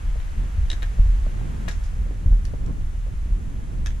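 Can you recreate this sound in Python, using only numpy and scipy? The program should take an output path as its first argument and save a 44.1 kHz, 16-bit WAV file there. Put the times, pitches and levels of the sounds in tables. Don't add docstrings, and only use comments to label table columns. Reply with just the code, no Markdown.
import sys
import numpy as np
from scipy import signal
from scipy.fft import rfft, irfft
from scipy.io import wavfile

SR = 44100
rng = np.random.default_rng(int(sys.argv[2]) if len(sys.argv) > 2 else 0)


def master(y):
    cut = np.clip(np.atleast_2d(y).T, -1, 1)
    pcm = np.round(cut * 32767)
    wavfile.write(sys.argv[1], SR, pcm.astype(np.int16))


N = 176400
TIME = np.arange(N) / SR

# (time [s], pole [left or right], clack [dB], shaft ring [dB], crunch [dB],
# fade time [s], left minus right [dB])
POLE_HITS = [(.200, "left", -41.5, -59, -62, 0.0037, 2), (0.7004, "left", -36, -14.5, -34, 0.0039, 6),
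             (0.7142, "left", -34, -17.5, -36.5, 0.0031, 7), (0.729, "left", -37, -21, -43.5, 0.0055, 3),
             (0.8214, "left", -35.5, -30, -62, 0.0033, 6.5), (0.8282, "left", -33.5, -28, -44, .0055, -1),
             (1.6778, "left", -37, -42, -63, .003, -1), (1.681, "left", -32, -24, -48, 0.0036, 9),
             (1.685, "left", -33, -35, -38, 0.0089, 1), (1.7103, "left", -54, -31, -47, 0.019, -12),
             (1.837, "left", -70, -58, -52, 0.027, -27), (3.8603, "right", -28, -22, -32.5, 0.0021, -2.5),
             (3.869, "right", -36, -25, -37, 0.002, 7), (3.905, "right", -41.5, -44, -66, .003, -8)]


def from_db(db):
    return 10 ** (np.asarray(db) / 20)


def rms_one(x):
    return x / np.sqrt(np.mean(x ** 2) + 1e-20)


def in_time(rows):
    return np.interp(TIME, *np.transpose(rows))


def panned(db):
    return from_db(np.array([[.5], [-.5]]) * db)


def drift(step_s):
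    points = rng.standard_normal(N)
    return rms_one(np.interp(TIME / step_s, np.arange(N), points))


def noise(spectrum, envelope=1):
    # (frequency [Hz], correlation [-1 to 1])
    likeness = [(30, 0.72), (70, 0.93), (140, 0.74), (300, 0.23), (650, -0.55), (1200, -0.31),
                (2200, 0.053), (4000, 0.77), (6000, -0.0087), (9000, -0.15), (12000, 1)]
    log_hz = np.log(np.maximum(np.arange(N // 2 + 1) * SR / N, 1))
    hz, alike = np.transpose(likeness)
    alike = np.clip(np.interp(log_hz, np.log(hz), alike), -1, 1)
    mid, side = rfft(rng.standard_normal((2, N)))
    white = rms_one(irfft(np.sqrt(1 + alike) * mid + np.sqrt(1 - alike) * side * [[1], [-1]], N))
    hz, db = np.transpose(spectrum)
    outside = np.maximum(np.log(hz[0]) - log_hz, 0) + np.maximum(log_hz - np.log(hz[-1]), 0)
    gain = from_db(np.interp(log_hz, np.log(hz), db) - 30 * outside)
    return irfft(rms_one(gain) * rfft(white * envelope), N)


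def ring(force, hz, ring_s):
    fade = np.exp(-np.log(1000) / (ring_s * SR))
    turn = 2 * np.pi * hz / SR
    return signal.lfilter([0, np.sin(turn)], [1, -2 * fade * np.cos(turn), fade * fade], force + 1e-18)


def burst(s, rise_s, fade_s):
    age = np.maximum(TIME - s, 0)
    return np.minimum(age / rise_s, 1) * np.exp(-np.maximum(age - rise_s, 0) / fade_s)


def click(s, delay_s=0.001035):
    return signal.unit_impulse(N, int((s + delay_s) * SR))


def mount():
    # (time [s], level [dB])
    sway = [(0, -37), (.07, -20.5), (.3, -31), (.48, -33.5), (.6, -16.5), (.75, -24), (1.15, -20.5),
            (1.4, -27), (1.85, -26.5), (2.02, -20.5), (2.15, -28.5), (2.5, -26), (2.8, -25), (3.3, -25),
            (3.6, -29.5), (3.9, -23), (4, -32)]
    # (time [s], main ring [dB], upper ring [dB])
    steps = [(0.378, -15.5, -20), (0.58, -15.5, -13), (0.996, -4.5, -11.5), (1.062, -5, -21),
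             (1.218, -17, -25), (2.26, -11.5, -8.5), (2.268, -9, -29), (2.313, -5, -28), (3.308, -11, -44)]
    # (frequency [Hz], level [dB])
    rumble_tone = [(20, 13.5), (35, -7), (65, 5), (100, -5), (160, -18.5), (300, -59)]
    main_hz, width_hz, push_s = 39.15, 7.64, 0.0031
    shake = signal.hilbert(ring(rng.standard_normal(N), main_hz, np.log(1000) / (np.pi * width_hz)))
    shake = rms_one(shake.real / (abs(shake) + 0.28 * shake.real.std()))
    main, upper = np.zeros((2, N))
    for s, main_db, upper_db in steps:
        push = np.exp(-(2 * (TIME - s) / push_s) ** 2)
        main -= from_db(main_db) * push / push.sum()
        upper -= from_db(upper_db) * push / push.sum()
    jolts = ring(main, main_hz, ring_s=0.46) + ring(upper, hz=70.5, ring_s=0.15)
    sway_db = in_time(sway)
    rumble = from_db(-29 + 0.54 * (sway_db - sway_db.mean())) * noise(rumble_tone)
    return (from_db(sway_db) * shake + jolts + rumble) * panned(-0.5)


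def wind():
    # (time [s], level [dB])
    gusts = [(0, -44.5), (.3, -47), (.43, -33), (.52, -49.5), (.85, -47), (1.05, -42.5), (1.2, -47),
             (1.42, -33), (1.64, -35.5), (1.82, -47), (2.25, -33.5), (2.48, -41.5), (2.59, -42.5),
             (2.7, -30.5), (2.79, -42), (3.2, -47.5), (3.46, -36), (4, -41)]
    # (frequency [Hz], level [dB])
    wind_tone = [(50, 2), (110, 3.5), (210, -2.5), (320, -11.5), (600, -21), (1200, -30.5), (3000, -62)]
    # (time [s], left minus right [dB])
    sides = [(0, 1), (1.6, -2.5), (2.3, -2), (2.7, -5.5), (3.0, 0), (3.5, -7), (4, 0.5)]
    flutter_db, flutter_hz = 2.5, 22.25
    flutter = np.array([drift(1 / flutter_hz) for _ in range(2)])
    level_db = 0.5 + in_time(gusts) + flutter_db * flutter
    return from_db(level_db) * noise(wind_tone) * panned(in_time(sides))


def forest():
    # (time [s], relative level [dB])
    air = [(0.0, -50.5), (1.3, -50), (1.7, -50), (2.17, -54), (2.95, -54.5), (4.0, -54.5)]
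    # (frequency [Hz], level [dB])
    rush_tone = [(200, -2.5), (600, 5), (1100, 2.5), (1750, 1.5), (2800, -4.5), (3600, -9.5), (4600, -13),
                 (8000, -20.5)]
    hiss_tone = [(3000, 0), (4600, -4.5), (6300, 5.5), (7500, 4), (8400, 1.5), (10200, 0), (11500, -7),
                 (13500, -9.5), (15000, -32)]
    air_db = in_time(air)
    rush = from_db(2.5 + air_db) * noise(rush_tone) * panned(1.5)
    hiss = from_db(-59.5 + 0.61 * (air_db - air_db.mean())) * noise(hiss_tone) * panned(-1)
    return rush + hiss


def boots():
    # (time [s], thud [dB], hollow pitch [Hz], hollow tone [dB])
    knocks = [(.156, -35, 600, -40), (0.984, -26.5, 610, -37), (1.264, -29.5, 626, -29.5),
              (1.411, -33.5, 805, -35), (1.68, -41, 705, -31.5), (2.061, -37, 564, -41),
              (2.108, -34, 440, -36), (2.258, -34, 380, -49), (2.324, -37, 780, -40),
              (2.536, -26.5, 460, -28.5), (3.065, -41, 490, -38.5), (3.081, -45, 535, -39.5)]
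    # (frequency [Hz], level [dB])
    thud_tone = [(100, 14.5), (220, 4), (350, -1.5), (500, -1), (800, -10), (1300, -17.5), (4000, -40),
                 (9000, -50)]
    thuds, tones = np.zeros((2, N))
    for s, thud_db, tone_hz, tone_db in knocks:
        thuds += from_db(thud_db) * burst(s, rise_s=0.002, fade_s=0.0085)
        tones += from_db(tone_db) * ring(click(s), tone_hz, ring_s=0.019)
    return noise(thud_tone, thuds) + tones


def pole_tips():
    # (frequency [Hz], level [dB])
    clack_tone = [(300, -0.5), (750, -1.5), (1200, -6), (1750, 3), (2300, -4), (3200, -6), (4100, -7),
                  (4700, -29), (12000, -27)]
    crunch_tone = [(1500, -36), (3500, -3.5), (4700, -0.5), (5600, 3), (6500, 2), (7500, 1.5), (8200, -9),
                   (10000, -6), (11300, -34), (14500, -34)]
    clack, crunch = np.zeros((2, 2, N))
    for s, _, clack_db, _, crunch_db, fade_s, pan_db in POLE_HITS:
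        contact = burst(s, rise_s=0.00069, fade_s=fade_s)
        clack += from_db(clack_db) * contact * panned(pan_db)
        crunch += from_db(crunch_db) * contact * panned(-0.5)
    grit = rms_one(from_db(-0.5 * drift(step_s=0.00022)))
    return noise(clack_tone, grit * clack) + noise(crunch_tone, grit * crunch)


def pole_shafts():
    shafts = {"left": [(1680, -26, .05), (1820, -13.5, .028), (2910, -10.5, 0.021), (3240, -12.5, 0.018),
              (3810, -1, 0.019), (3945, -13.5, 0.055), (4140, -15, 0.03), (6950, -35, .025)],
              "right": [(1710, -10, .05), (2620, -14.5, 0.067), (3240, -26, 0.033), (3530, -10, 0.017),
              (3760, -15, .04), (5580, -6, 0.015), (6400, -7, .022)]}
    pan_share, dull_hz = .4, 7200
    rings = np.zeros((2, N))
    for name, pitches in shafts.items():
        force = sum(from_db(ring_db) * click(s) * panned(pan_share * pan_db)
                    for s, pole, _, ring_db, _, _, pan_db in POLE_HITS if pole == name)
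        for k, (hz, db, ring_s) in enumerate(pitches):
            rings += (-1) ** k * from_db(db) * ring(force, hz, ring_s)
    return .5 * signal.sosfilt(signal.butter(2, dull_hz, fs=SR, output="sos"), rings)


def echo(sound, level_db=-3.5, delay_s=0.0022, ring_s=0.18):
    tail = rng.standard_normal((2, N)) * burst(delay_s, rise_s=delay_s, fade_s=ring_s / np.log(1000))
    tail /= np.linalg.norm(tail, axis=1, keepdims=True)
    return from_db(level_db) * signal.fftconvolve(sound, tail, axes=1)[:, :N]


def twig_ticks():
    # (time [s], snap [dB], low pitch [Hz], high pitch [Hz], ring [dB], left minus right [dB])
    ticks = [(2.452, -34, 4380, 9400, -46, -3), (2.6616, -51, 5680, 7350, -50, 8)]
    # (frequency [Hz], level [dB])
    snap_tone = [(1800, 2), (3400, 2), (6500, -1.5), (9700, -11), (14500, -28)]
    snaps, rings = np.zeros((2, 2, N))
    for s, snap_db, low_hz, high_hz, ring_db, pan_db in ticks:
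        snaps += from_db(snap_db) * burst(s, rise_s=0.00068, fade_s=0.0015) * panned(pan_db)
        for hz in (low_hz, high_hz):
            rings += from_db(ring_db) * ring(click(s), hz, ring_s=.016) * panned(pan_db)
    return noise(snap_tone, snaps) + rings


def scene():
    clicks = pole_tips() + twig_ticks()
    rings = pole_shafts()
    knocks = boots()
    tail = echo(clicks + from_db(-9) * rings + from_db(-9.5) * knocks)
    return clicks + rings + knocks + tail + mount() + wind() + forest()


def record(dry):
    low_cut_hz, high_cut_hz = 8, 14600
    steady = signal.sosfilt(signal.butter(1, low_cut_hz, "high", fs=SR, output="sos"), dry)
    return signal.sosfilt(signal.ellip(10, .1, 80, high_cut_hz, fs=SR, output="sos"), steady)


dry = scene()
out = record(dry)
master(out)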